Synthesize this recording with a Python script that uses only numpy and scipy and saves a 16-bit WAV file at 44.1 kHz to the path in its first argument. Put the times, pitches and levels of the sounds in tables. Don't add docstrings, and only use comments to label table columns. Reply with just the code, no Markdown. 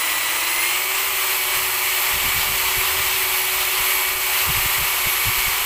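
import sys
import numpy as np
from scipy import signal
from scipy.fft import rfft, irfft
from scipy.io import wavfile
from scipy.ndimage import uniform_filter1d, map_coordinates

SR = 44100
rng = np.random.default_rng(int(sys.argv[2]) if len(sys.argv) > 2 else 0)


def wrap_up_sound(samples):
    columns = np.atleast_2d(samples).T
    tamed = np.clip(columns, -1, 1)
    steps = np.round(tamed * 32767).astype(np.int16)
    wavfile.write(sys.argv[1], SR, steps)


N = 249165
T = np.arange(N) / SR
HZ = np.fft.rfftfreq(N, 1 / SR)


def amp(db):
    return 10 ** (np.asarray(db) / 20)


def unit(x):
    return x / np.sqrt(np.mean(x ** 2) + 1e-20)


def curve(points):
    return np.interp(T, *np.transpose(points))


def spectrum(points):
    hz, db = np.transpose(points)
    return amp(np.interp(np.log(HZ + 1), np.log(hz), db))


def colour(x, gain):
    return unit(irfft(rfft(x) * gain, N))


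def wander(rate_hz):
    knots = rng.standard_normal(4096)
    return unit(map_coordinates(knots, [T * 2 * rate_hz], order=2, mode="wrap"))


def tone(turns, flutter, rate_hz):
    in_phase = (1 + flutter * wander(rate_hz)) * np.sin(2 * np.pi * turns)
    quadrature = flutter * wander(rate_hz) * np.cos(2 * np.pi * turns)
    return np.sqrt(2) * (in_phase + quadrature)


def partials(rows, turns):
    return sum(amp(db) * tone(k * turns + rng.random(), flutter=0.21, rate_hz=6) for k, db in rows)


def housing_gain(response, hz, fading_db=1.1):
    return amp(np.interp(hz, *np.transpose(response)) + fading_db * wander(rate_hz=3))


def armature_speed(inertia_samples=6000, hunting_hz=.13):
    # t/s, f/Hz
    rotation = [(0.0, 335.6), (0.1, 327.4), (0.32, 328.5), (0.55, 341.0), (0.83, 374.9), (1.01, 386.2),
                (1.51, 374.4), (2.04, 377.3), (2.28, 379.5), (2.72, 376.0), (3.01, 380.0), (3.53, 374.7),
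                (3.97, 376.6), (4.12, 376.3), (4.47, 379.4), (4.88, 376.9), (5.65, 376.8)]
    return uniform_filter1d(curve(rotation), size=inertia_samples) + hunting_hz * wander(rate_hz=6)


def motor(speed, gear_order=6, whistle_order=30):
    # t/s, level/dB
    hum_levels = [(0, -51), (.8, -44), (1.25, -42.8), (2.4, -44), (3.1, -40.3), (3.8, -40.8), (4.8, -45.3),
                  (5.65, -48.3)]
    # t/s, level/dB
    whistle_levels = [(0, -33.3), (.47, -35.5), (.62, -30), (.77, -40), (1.1, -38.5), (1.38, -33),
                      (2.6, -34.8), (2.8, -29), (3.02, -40), (3.33, -30), (3.6, -38.5), (3.87, -27),
                      (4.25, -35.8), (4.42, -30.3), (4.7, -33), (5.1, -28.8), (5.65, -33)]
    # f/Hz, level/dB
    whine_response = [(1960, -31), (2010, -36), (2075, -27.5), (2170, -30.5), (2235, -38), (2260, -33.3),
                      (2275, -35.3), (2310, -50)]
    # f/Hz, level/dB
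    overtone_response = [(3930, -39.5), (4020, -38), (4250, -48), (4530, -45.5), (4620, -55)]
    # multiple of the rotation, relative level/dB
    weak_orders = [(.953, -54), (1.594, -53), (2, -50), (2.234, -53), (2.68, -46), (3, -45), (3.914, -50),
                   (5, -48), (9, -49), (11, -50), (11.68, -49), (12.32, -54), (17, -50), (20, -53),
                   (33, -47)]
    turns = np.cumsum(speed) / SR
    mesh_hz, mesh_turns = gear_order * speed, gear_order * turns
    hum = amp(curve(hum_levels)) * tone(turns, flutter=0.14, rate_hz=23)
    whine = housing_gain(whine_response, mesh_hz) * tone(mesh_turns, flutter=0.23, rate_hz=22)
    overtone_gain = housing_gain(overtone_response, 2 * mesh_hz)
    overtone = overtone_gain * tone(2 * mesh_turns, flutter=0.26, rate_hz=22)
    whistle_db = curve(whistle_levels) + .6 * wander(rate_hz=4)
    whistle = amp(whistle_db) * tone(whistle_order * turns, flutter=0.18, rate_hz=30)
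    backlash = .003 * wander(rate_hz=15)
    return hum + whine + overtone + whistle + amp(-.3) * partials(weak_orders, turns + backlash)


def mains_buzz(pulse_hz):
    # harmonic number, relative level/dB
    harmonics = [(1, -58), (2, -65), (3, -54), (4, -55), (5, -50), (6, -55), (7, -49.5), (8, -49.5),
                 (10, -48.5)]
    return amp(-0.1) * partials(harmonics, pulse_hz * T)


def fan(speed, pulse_hz, gear_ratio=23.0):
    # f/Hz, relative spectral level/dB
    air_spectrum = [(40, -12), (130, -27), (220, -22.5), (420, -10.5), (660, -11.5), (880, -3), (1550, -6),
                    (2000, 1.5), (3000, 1.84), (3700, -7.5), (5700, -10), (9800, -11), (12000, -10.5),
                    (15400, -4)]
    # f/Hz, width/Hz, gain/dB
    resonances = [(1160, 480, 6), (2230, 840, 2), (2705, 100, 0.9), (4220, 420, 6), (5130, 380, 3.5),
                  (6070, 280, 5), (7150, 1200, 4), (8185, 1200, 8), (9310, 350, 4.5), (10370, 410, 5),
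                  (11520, 550, 4.5), (12450, 630, 7), (13430, 260, 0), (13800, 400, 6), (14800, 380, 7.5)]
    # t/s, level/dB
    load_levels = [(0, -20.2), (.45, -20.2), (.77, -19.3), (.87, -23.4), (.96, -19.5), (1.1, -21.6),
                   (1.3, -19.8), (1.41, -22.9), (1.53, -20.2), (1.8, -21.8), (2.02, -19.4), (2.55, -20.8),
                   (3.1, -20.1), (3.48, -22.1), (3.95, -20.2), (4.18, -21.7), (4.35, -20.2), (5.65, -20.4)]
    # t/s, level/dB
    hiss_levels = [(0, -21.3), (.6, -21), (1.3, -18.4), (2.1, -18.3), (2.55, -20), (3.15, -17.1),
                   (3.9, -18.2), (4.13, -20.2), (4.36, -16.8), (4.95, -19.3), (5.65, -19.1)]
    load_db, hiss_db = curve(load_levels), curve(hiss_levels)
    surge_db = .4 * wander(rate_hz=8)
    resonance_db = sum(db * np.exp(-(2 * (HZ - hz) / width) ** 2) for hz, width, db in resonances)
    air = colour(rng.standard_normal(N), spectrum(air_spectrum) * amp(resonance_db))
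    low = irfft(rfft(air) * np.clip((1900 - HZ) / 500, 0, 1), N)
    top = irfft(rfft(air) * np.exp(-((HZ - 11700) / 2900) ** 4), N)
    roar = low * amp(load_db - 0.1 + 0.7 * wander(rate_hz=16))
    rasp = (air - low - top) * amp(load_db + 0.53 * wander(rate_hz=45))
    hiss = top * amp(hiss_db + .35 * wander(rate_hz=8) + 0.25 * wander(rate_hz=86))
    pad_turns = np.cumsum(speed) / SR / gear_ratio
    throb = 1 + .025 * np.sin(2 * np.pi * pulse_hz * T) + 0.011 * np.sin(2 * np.pi * pad_turns)
    return amp(surge_db) * (roar + rasp + hiss) * throb


def brush(flicks_per_s=6000, bite_half_width_s=.05):
    # f/Hz, relative spectral level/dB
    bristle_spectrum = [(300, -26), (900, -1), (1600, -4), (2600, 1), (3800, -1.5), (6000, -9.5),
                        (10000, -14.5), (15000, -13)]
    # t/s, level/dB
    scrub_levels = [(0, -46), (.8, -43), (1.3, -30.5), (1.85, -33.5), (2.1, -28.5), (2.75, -31.8),
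                    (3.15, -28.3), (3.9, -29.8), (4.17, -38), (4.38, -27.8), (4.85, -32.5), (5.1, -29),
                    (5.65, -30)]
    # t/s, level/dB
    bites = [(2.41, -26), (2.68, -28), (2.86, -25.5), (3.14, -28), (3.61, -25.5), (3.76, -28.5),
             (4.41, -28), (4.54, -31), (5.06, -30)]
    bite_power = sum((amp(db) * np.exp(-((T - s) / bite_half_width_s) ** 2)) ** 2 for s, db in bites)
    power = amp(curve(scrub_levels)) ** 2 + bite_power
    size_db = 3 * np.minimum(rng.exponential(1, N), 3)
    polarity = rng.choice([-1, 1], N)
    flicks = amp(size_db) * polarity * (rng.random(N) < flicks_per_s / SR)
    return np.sqrt(power) * colour(flicks, spectrum(bristle_spectrum))


def draught(low_hz=22, edge_hz=83):
    # t/s, level/dB
    draught_levels = [(0, -57), (.85, -61), (1.1, -53), (2, -52), (2.2, -42), (3.1, -42.5), (3.4, -47),
                      (4.3, -51), (4.6, -38), (4.95, -51), (5.65, -44)]
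    passband = HZ / (HZ + low_hz) / np.sqrt(1 + (HZ / edge_hz) ** 6)
    return amp(curve(draught_levels)) * colour(rng.standard_normal(N), passband)


def gusts():
    # centre t/s, half-width/s, level/dB, upper edge f/Hz
    bursts = [(1.61, .1, -44, 100), (2.15, 0.039, -35, 170), (2.264, .035, -33, 151),
              (2.372, 0.054, -32, 130), (2.51, 0.066, -37.5, 170), (2.778, .02, -29, 80),
              (2.996, 0.046, -37, 110), (3.805, .03, -37, 90), (4.15, 0.032, -40, 70),
              (4.497, 0.028, -26, 130), (4.578, 0.03, -26.5, 80), (4.659, 0.017, -28.5, 130),
              (4.81, 0.04, -31, 110), (5.067, 0.014, -27, 108), (5.282, .028, -24.5, 110),
              (5.392, 0.034, -34.5, 120), (5.48, 0.025, -29.5, 109)]
    lowpass = signal.butter(2, 240, fs=SR, output="sos")
    out = np.zeros(N)
    for s, half_width, db, edge_hz in bursts:
        swell = np.exp(-2 * ((T - s) / half_width) ** 2)
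        bandpass = signal.butter(2, [18, edge_hz], "band", fs=SR, output="sos")
        eddies = signal.sosfilt(bandpass, rng.standard_normal(N))
        gust = swell * signal.sosfilt(lowpass, eddies)
        out += amp(db) * gust * np.linalg.norm(swell) / np.linalg.norm(gust)
    return out


def reflections(x, delay_s=.005, decay_s=.022, level_db=-15):
    t = np.arange(3000) / SR
    response = rng.standard_normal(len(t)) * (t > delay_s) * np.exp(-t / decay_s)
    return x + amp(level_db) * signal.oaconvolve(x, response / np.linalg.norm(response))[:N]


def scene():
    pulse_hz = 120.27
    speed = armature_speed()
    tones = motor(speed) + mains_buzz(pulse_hz)
    noise = reflections(fan(speed, pulse_hz) + brush())
    mono = tones + noise + draught() + gusts()
    return np.array([mono, mono])


def record(dry):
    edge_hz = 15540
    lowpass = signal.firwin(1023, edge_hz, window=("kaiser", 8), fs=SR)
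    return signal.oaconvolve(dry, lowpass[None], "same")


dry = scene()
out = record(dry)
wrap_up_sound(out)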